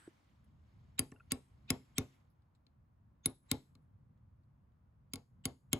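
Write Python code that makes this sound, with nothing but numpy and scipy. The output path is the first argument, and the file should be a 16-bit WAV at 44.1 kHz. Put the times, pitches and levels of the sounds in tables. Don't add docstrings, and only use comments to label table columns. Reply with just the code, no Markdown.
import sys
import numpy as np
from scipy import signal
from scipy.fft import rfft, irfft
from scipy.io import wavfile
from scipy.ndimage import uniform_filter1d

SR = 44100
rng = np.random.default_rng(int(sys.argv[2]) if len(sys.argv) > 2 else 0)


def nominal_scale(level):
    x = np.asarray(level, float) / 20
    return 10 ** x


def materialize(psi):
    bounded = np.clip(np.atleast_2d(psi).T, -1, 1)
    quanta = np.round(bounded * 32767).astype(np.int16)
    wavfile.write(sys.argv[1], SR, quanta)


N = 255339

# (frequency [Hz], density [dB per Hz])
RUMBLE_SPECTRUM = [(12, -51.5), (30, -29.5), (46, -15.5), (67, 1), (101, -1), (129, -1), (167, -10.5),
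                   (215, -9), (274, -24), (370, -32.5), (409, -34), (445, -28), (600, -33), (780, -65.5),
                   (1320, -120)]
# (frequency [Hz], density [dB per Hz])
WASH_SPECTRUM = [(150, -29.5), (250, -8), (340, -17), (380, -32), (481, -17.5), (763, -18.5), (1050, -17),
                 (2710, -36.5), (7000, -52), (9100, -81), (15400, -120)]
# (frequency [Hz], density [dB per Hz])
CLOTH_SPECTRUM = [(880, -32), (1500, -5.5), (2220, -1.5), (2480, -7), (2850, -5.5), (5750, -13),
                  (13500, -23.5), (14800, -28.5), (16500, -39)]
# (frequency [Hz], coherence [-1 to 1])
AIR_COHERENCE = [(60, 0.92), (150, 1), (300, 0.3), (640, -0.08), (1400, 0.012), (3100, 0.27)]
# (time [s], level [dB])
RUMBLE_LEVEL = [(0.0, -73.5), (0.2, -76), (0.45, -65.5), (1.1, -66), (1.7, -65.5), (2.3, -71.5), (2.6, -73),
                (3.2, -70), (4.1, -66), (4.45, -69), (5.2, -68), (5.79, -64.5)]
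# (time [s], rustle level [dB])
RUSTLE_LEVEL = [(0.0, -81.5), (0.37, -92), (0.56, -97), (0.69, -91.5), (1.2, -93), (1.42, -91.5),
                (1.61, -93), (1.8, -86), (2.0, -89), (2.14, -85.5), (2.3, -101), (2.8, -105.5),
                (3.43, -102), (3.5, -85.5), (3.74, -102), (4.0, -105), (5.79, -104)]
# (frequency [Hz], width [Hz], level [dB])
SCRAPE_PEAKS = [(1523, 500, 7), (3400, 1300, -11), (8095, 330, 6.5), (10200, 2000, -10)]
# (time [s], level [dB])
SCRAPE_LEVEL = [(0.0, -68), (0.012, -74), (0.07, -73), (0.1, -91)]
# (time of crack [s], level [dB], band [Hz], band [Hz])
SWELLS = [(0.992, -49.5, 7300, 3800), (1.317, -51.5, 6670, 4490), (1.703, -56.5, 3680, 2510),
          (1.983, -56.5, 8040, 3200), (3.259, -64, 6490, 3520), (3.515, -61, 7340, 3903),
          (5.136, -79, 4686, 7000), (5.452, -63.5, 2896, 7800), (5.729, -62.5, 3105, 7500)]
# (frequency [Hz], t60 [s])
SHED_DECAY = [(200, 0.53), (700, 0.083), (2000, 0.2), (5000, 0.3), (12000, 0.56), (15000, .12)]
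# (frequency [Hz], level [dB])
SHED_LEVEL = [(200, -25), (700, -3.5), (2000, -10.5), (5000, -21.5), (12000, -31), (16000, -22.5)]
# (frequency [Hz], level [dB])
SHED_ABSORPTION = [(8500, 0), (8800, -24), (9500, -24), (9800, 0), (12900, 0), (13300, -34), (14400, -32),
                   (14800, -2), (15300, -2), (15800, -30)]
# (time [s], level [dB], frequency [Hz], t60 [s], overtone level [dB])
KNOCKS = [(0.077, -45.5, 334, 0.037, -21), (1.117, -60, 7800, 0.012, -33), (1.117, -64, 5780, 0.0066, -30),
          (1.119, -63.5, 2700, 0.012, -34), (1.123, -60.5, 1790, 0.022, -30), (1.161, -63, 1440, 0.037, -1),
          (1.199, -61, 1340, 0.032, 1), (1.205, -56, 1397, 0.031, -18), (1.118, -73, 4050, 0.0086, -30),
          (1.122, -62.5, 1110, 0.02, -30), (3.753, -70, 1157, 0.022, -18), (1.122, -57, 402, 0.036, -9)]
# (time [s], level [dB], frequency [Hz], t60 [s])
BRUSHES = [(0.4424, -74, 10200, 0.06), (2.1397, -75, 10500, 0.14), (2.2994, -78.5, 11360, 0.13),
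           (2.4194, -79.5, 4320, 0.038), (2.5491, -72, 4050, 0.058), (4.1744, -87, 3485, 0.036),
           (4.4344, -85, 4340, 0.038), (4.7194, -87, 3740, 0.046), (3.82, -84, 10000, 0.14)]
# (time [s], crack level [dB], boom level [dB], low steel mode [Hz], treble level [dB])
TOUCHES = [
    (1.1182, -65, -53.5, 5850, 8),
    (2.6664, -63.5, -75.5, 4170, -16),
    (3.7523, -60, -66.5, 4170, -4.5),
    (5.1569, -38.5, -52, 4500, 2.5),
]
# (time [s], crack level [dB], boom level [dB], punch ring level [dB], low steel mode [Hz])
BLOWS = [
    (0.9923, -17.5, -37, -27.5, 4720),
    (1.319, -18.5, -38, -38, 4800),
    (1.7031, -19, -32, -33, 5060),
    (1.9813, -18, -33.5, -37, 5916),
    (3.258, -20, -37.5, -22, 3700),
    (3.514, -17, -34, -40, 3705),
    (5.135, -28, -44.5, -37, 4830),
    (5.454, -20.5, -37.5, -33, 4610),
    (5.7301, -16, -33, -39.5, 3200),
]
# (start [s], high steel mode [Hz], levels near 2, 4.5 and 14 kHz against 8 kHz [dB x 3])
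GRIPS = [(0.9, 8510, -9, -12, -5), (1.6, 7470, -4.5, -4.5, -4.5), (3.1, 7820, -14, -2.5, 1.5),
         (5.0, 6640, -7.5, -4, -0.5), (5.3, 6740, -8.5, -7.5, -3.5)]
GRIP_HZ = [2200, 4500, 8000, 14000]
# (frequency [Hz], level [dB], t60 [s], side of the node line [+-1])
BENCH_MODES = [(55.0, -24.3, 0.244, -1), (79.2, -10.9, 0.175, 1), (105.1, -2.6, 0.105, -1),
               (133.3, -18.8, 0.4, -1), (166.1, 0.0, 0.052, 1), (193.9, -26.9, 0.4, 1),
               (224.4, -7.1, 0.118, 1), (254.4, -1.9, 0.131, 1), (269.3, -14.6, 0.166, -1),
               (295.0, -8.2, 0.088, -1), (354.2, -17.1, 0.148, -1), (432.3, -10.9, 0.083, -1),
               (489.6, -31.5, 0.261, 1), (550.1, -14.1, 0.036, -1), (687.8, -19.2, 0.038, -1),
               (36, -17, .15, 1)]
# (frequency [Hz], level against the boom [dB], t60 [s])
PLANK_MODES = [(784, -23.5, 0.12), (1098, -14.5, 0.061), (1384, -12.5, .035), (2174, -2.5, 0.022)]
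# (frequency [Hz], level [dB], t60 [s])
STEEL_MODES = [(2630, -3.5, 0.019), (3200, -0.5, 0.02), (3610, -1.5, 0.026), (4050, 3.5, 0.015),
               (4970, 0, 0.0011), (6700, -5, 0.0011), (7500, -8, 0.02), (8530, 2.5, 0.012),
               (10000, 4, 0.0084), (11000, -2, 0.011), (12624, 1, 0.01), (14845, 1, 0.0047)]
# (frequency [Hz], t60 [s])
PUNCH_MODE = (10590, 0.026)
# (frequency [Hz], level [dB])
LEFT_LEAN = [(300, 0.47), (1200, 2.5), (2500, 4.5), (5000, 7), (6500, 2.6)]

AIR_DB, AIR_SHARE = -86.5, 0.3
DUCK_DB, DUCK_AT_S, DUCK_WIDTH_S, DUCK_AIR_SHARE = -9.5, 0.14, 0.04, 0.27
GRID, GRID_START, OVERLAP = 1024, 100, 430
SWELL_BROAD_DB = 6
KNOCK_SCRAPE, BRUSH_SCRAPE, BRUSH_OVER_DB = 0.055, 1, -6.5
TOUCH_HIGH_HZ, TOUCH_LOW_DB, TOUCH_TOP_DB = 7100, -8, -5
CHOKE_S, CHOKE_T60_S, SPILL_DB = 0.0025, 0.005, -19.0
RING_SPILL_DB, KNOCK_SPILL_DB = -4.0, -5.0
LINGER_DB, LINGER_T60_S = -27.0, 0.057
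STEER_S = 0.36
PORT_LAG = 9.7 / SR
HISS_DB, EDGE_HZ = -101, 16600


def evened(x):
    return x / np.sqrt(np.mean(x ** 2) + 1e-20)


def peaked(x):
    return x / (abs(x).max() + 1e-20)


def read(points, hz):
    f, value = np.transpose(points)
    return np.interp(np.log(hz + 1), np.log(f + 1), value)


def course(points, t, **ends):
    return np.interp(t, *np.transpose(points), **ends)


def add(mix, s, sound):
    part = mix[..., round(s * SR):][..., :sound.shape[-1]]
    part += sound[..., :part.shape[-1]]


def ring(modes, t, wave=np.sin):
    return sum(nominal_scale(db - 60 * t / max(t60, .002)) * wave(2 * np.pi * hz * t) for hz, db, t60 in modes)


def resonate(x, hz, width, passes):
    turn = np.exp(2j * np.pi * hz * np.arange(x.shape[-1]) / SR)
    r = np.exp(-np.pi * width / SR)
    for _ in range(passes):
        x = 2 * (turn * signal.lfilter([1 - r], [1, -r], x / turn)).real
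    return x


def noise(spectrum, patchy_db, size):
    frames, hz = N // (size // 4) + 5, np.fft.rfftfreq(size, 1 / SR)
    a, b, c, d, patches = rng.standard_normal((frames, len(hz), 5)).T
    patches = uniform_filter1d(patches, size=6, axis=0)
    patches = evened(uniform_filter1d(patches, size=8, axis=1))
    coherence = np.clip(read(AIR_COHERENCE, hz), -1, 1)[:, None]
    left = a + 1j * b
    right = coherence * left + np.sqrt(1 - coherence ** 2) * (c + 1j * d)
    z = np.array([left, right]) * nominal_scale(read(spectrum, hz)[:, None] + patchy_db * patches)
    return evened(signal.istft(z, nperseg=size, noverlap=size - size // 4)[1][:, :N])


def cloth_scrape(t):
    hz = np.geomspace(300, 17000, 200)
    peaks = sum(nominal_scale(db) / np.sqrt(1 + (2 * (hz - f) / width) ** 4) for f, width, db in SCRAPE_PEAKS)
    scrape = noise(list(zip(hz, 20 * np.log10(peaks))), patchy_db=2.0, size=256)
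    return scrape * nominal_scale(course(SCRAPE_LEVEL, t, right=-150) + 4.5)


def background():
    t = np.arange(N) / SR
    duck_db = sum(DUCK_DB * np.exp(-((t - blow[0] - DUCK_AT_S) / DUCK_WIDTH_S) ** 2) for blow in BLOWS)
    rumble_db = course(RUMBLE_LEVEL, t) + duck_db
    cloth_db = course(RUSTLE_LEVEL, t)
    air_db = AIR_DB + AIR_SHARE * (cloth_db - cloth_db.min()) + DUCK_AIR_SHARE * duck_db
    moving = np.clip((cloth_db + 104.5) / 5, 0, 1)
    scrape = cloth_scrape(t)
    rumble = nominal_scale(rumble_db + 2.5) * noise(RUMBLE_SPECTRUM, patchy_db=1.5, size=2048)
    wash = nominal_scale(air_db + 5.0) * noise(WASH_SPECTRUM, patchy_db=0.0, size=512)
    rustle = nominal_scale(cloth_db + 6.5) * moving * noise(CLOTH_SPECTRUM, patchy_db=2.0, size=256)
    return rumble + wash + rustle + scrape


def swells():
    out = np.zeros((2, N))
    for (s, db, first_hz, second_hz), chance in zip(SWELLS, rng.standard_normal((len(SWELLS), 2, 2000))):
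        lead = OVERLAP + (round(s * SR) - GRID_START - OVERLAP) % GRID
        narrow = sum(resonate(chance, hz, 180, passes=2) for hz in (first_hz, second_hz))
        broad = evened(resonate(chance, 2600, 3500, passes=3)) * np.linspace(0, 1, 2000) ** 3.0
        bands = evened(narrow) + nominal_scale(SWELL_BROAD_DB) * broad
        growth = np.sin(np.linspace(0, np.pi / 2, lead)) ** 1.3
        add(out, s - lead / SR, nominal_scale(db) * growth * bands[:, -lead:])
    return out


def shed(x):
    size = SR // 2
    taps = np.zeros((4, size))
    at = np.arange(150, size - 10, 10) + rng.integers(0, 10, (4, (size - 151) // 10))
    np.put_along_axis(taps, at, rng.choice([-1., 1.], at.shape), 1)
    hz, t, z = signal.stft(taps, SR, nperseg=256)
    t60 = np.maximum(read(SHED_DECAY, hz), .02)[:, None]
    tail = nominal_scale(-60 * t / t60) / np.sqrt(t60)
    early = nominal_scale(5.5 - 60 * t / 0.1)
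    z *= nominal_scale(read(SHED_LEVEL, hz) + read(SHED_ABSORPTION, hz))[:, None] * (tail + early)
    alike = np.clip(1 - hz / 2000, 0, 1)[:, None]
    z[1::2] = alike * z[::2] + np.sqrt(1 - alike ** 2) * z[1::2]
    echoes = signal.istft(z, SR, nperseg=256)[1] / 18
    turn = 2 * np.pi * .8 * np.arange(N) / SR
    fed = np.concatenate([x * np.cos(turn), x * np.sin(turn)])
    wet = signal.oaconvolve(fed, echoes, axes=1)[:, :N]
    return wet[:2] + wet[2:]


def ticks():
    out, t = np.zeros((2, N)), np.arange(4000) / SR
    rows = [(*row, KNOCK_SCRAPE) for row in KNOCKS]
    rows += [(*row, BRUSH_OVER_DB, BRUSH_SCRAPE) for row in BRUSHES]
    for (s, db, hz, t60, over_db, scrape), chance in zip(rows, rng.standard_normal((len(rows), 2, 4000))):
        share = np.clip(scrape, 0, 1)
        body_t60 = t60 * (1 - share)
        body = ring([(hz, 0, body_t60), (1.91 * hz % EDGE_HZ, over_db, body_t60)], t)
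        drive = (1 - share) * (t == 0) + share * 0.089 * chance * nominal_scale(-60 * t / t60)
        touch = signal.fftconvolve(drive, body[None], axes=1)[:, :len(t)]
        touch *= 1 - np.exp(-t / 0.00095)
        add(out, s, nominal_scale(db + 3.0) * peaked(touch))
    return out


def rattle(chance):
    t = np.arange(chance.shape[1]) / SR
    shake = chance[0] + 0.55 * chance[1:]
    bands = resonate(shake, 330, 350, passes=2) + nominal_scale(-13.0) * resonate(shake, 650, 550, passes=2)
    return evened(bands) * (1 - np.exp(-t / .006)) * nominal_scale(-25.0 * (t / .08) ** 2)


def boom(chance):
    t = np.arange(SR // 3) / SR
    modes = 0
    for (hz, db, t60, side), u in zip(BENCH_MODES, chance):
        modes = modes + np.sign(side) * ring([(hz, db + .8 * u, t60)], t, np.cos)
    return peaked(np.convolve(modes, signal.windows.hann(37))[:len(t)])


def chatter(chance, t, hz):
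    z = rfft(chance * (1 - np.exp(-t / 0.00033)) * nominal_scale(-60 * t / 0.01))
    seen_late = np.where(hz > 1600, -np.exp(-2j * np.pi * hz * PORT_LAG), 1)
    z[0] += .75 * seen_late * z[1]
    z /= np.sqrt(uniform_filter1d(abs(z) ** 2, size=36, axis=1))
    return rfft(irfft(z, len(t)) * nominal_scale(-60 * np.maximum(t - .004, 0) / .012))


def punch_ring(crack_db, ring_db, low_hz, t):
    long_db = ring_db + 7.5 + .5 * min(ring_db + 30, 0)
    modes = [(PUNCH_MODE[0], long_db, PUNCH_MODE[1]), (low_hz, crack_db + LINGER_DB, LINGER_T60_S)]
    return (1 - np.exp(-t / .0005)) * ring(modes, t)


def crack(blow, grip, chance):
    s, crack_db, boom_db, ring_db, low_hz, high_hz = blow
    size = chance.shape[1]
    t, hz = np.arange(size) / SR, np.fft.rfftfreq(size, 1 / SR)
    contacts = chatter(chance[:2], t, hz)
    modes = [(f * (1 + .02 * u), db + 2.5 * v, t60)
             for (f, db, t60), u, v in zip(STEEL_MODES, *chance[2:4])]
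    modes += [(low_hz, 9.0, .01), (high_hz, 6.0, .01)]
    body = nominal_scale(23.5) + rfft(ring(modes, t, np.cos))
    colour = [(500, grip[0] - 12.0), (1200, grip[0] - 4.0), *zip(GRIP_HZ, grip), (16500, grip[3] - 14.0)]
    steel = irfft(contacts * body * nominal_scale(read(colour, hz)), size)
    steel[:, -500:] = 0
    return nominal_scale(crack_db + 3.5) * peaked(steel), punch_ring(crack_db, ring_db, low_hz, t)


def strikes():
    rows = []
    for s, crack_db, boom_db, hz, treble_db in TOUCHES:
        colour = (TOUCH_LOW_DB, 0, treble_db, treble_db + TOUCH_TOP_DB)
        rows.append(((s, crack_db, boom_db, -90, hz, TOUCH_HIGH_HZ), colour))
    for blow in BLOWS:
        since, high_hz, low_db, mid_db, top_db = [grip for grip in GRIPS if grip[0] < blow[0]][-1]
        rows.append(((*blow, high_hz), (low_db, mid_db, 0, top_db)))
    return sorted(rows)


def blows():
    (steel, choked, wood), t = np.zeros((3, 2, N)), np.arange(6000) / SR
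    choke = np.maximum(nominal_scale(-60 * np.maximum(t - CHOKE_S, 0) / CHOKE_T60_S), nominal_scale(SPILL_DB))
    knock = (1 - np.exp(-t / 0.0005)) * ring(PLANK_MODES, t)
    rows = strikes()
    for (blow, grip), chance in zip(rows, rng.standard_normal((len(rows), 8, 6000))):
        s, crack_db, boom_db = blow[:3]
        hit, punch = crack(blow, grip, chance)
        add(steel, s, hit + punch)
        add(choked, s, hit * choke + nominal_scale(RING_SPILL_DB) * punch)
        thud = nominal_scale(boom_db + 6.5) * boom(chance[4])
        add(wood[0], s + .0027, thud)
        add(wood[1], s + .0026, thud)
        woken = nominal_scale(boom_db + 5.0 + 0.23 * min(crack_db + 30, 0)) * knock
        add(steel, s + .001, woken)
        add(choked, s + .001, nominal_scale(KNOCK_SPILL_DB) * woken)
        add(wood, s + .003, nominal_scale(boom_db - 14.0) * rattle(chance[5:]))
    lean_db = read(LEFT_LEAN, np.fft.rfftfreq(N, 1 / SR)) * np.array([[.5], [-.5]])
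    return irfft(rfft(np.array([steel, choked]) + wood) * nominal_scale(lean_db), N)


def scene():
    near, towards_walls = blows()
    return near + shed(towards_walls) + ticks() + swells() + background()


def roll_off(x):
    return signal.sosfilt(signal.butter(12, 17000, fs=SR, output="sos"), x)


def record(dry):
    hz, (left, right) = np.fft.rfftfreq(N, 1 / SR), rfft(dry)
    treble = np.sin(np.pi / 2 * np.clip((hz - 5000) / 1000, 0, 1)) ** 2
    late = -right * np.exp(-2j * np.pi * hz * PORT_LAG) * nominal_scale(-.6)
    linked = irfft(np.sqrt(1 - treble) * left + np.sqrt(treble) * late, N)
    steer = np.clip((np.arange(N) / SR - STEER_S) / .04, 0, 1)
    both = np.array([steer * linked + (1 - steer) * dry[0], dry[1]])
    both += nominal_scale(HISS_DB) * rng.standard_normal((2, N))
    both = irfft(rfft(both) * nominal_scale(-60 * np.clip((hz - EDGE_HZ) / 400, 0, 1)), N)
    return roll_off(both)


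dry = scene()
out = record(dry)
materialize(out)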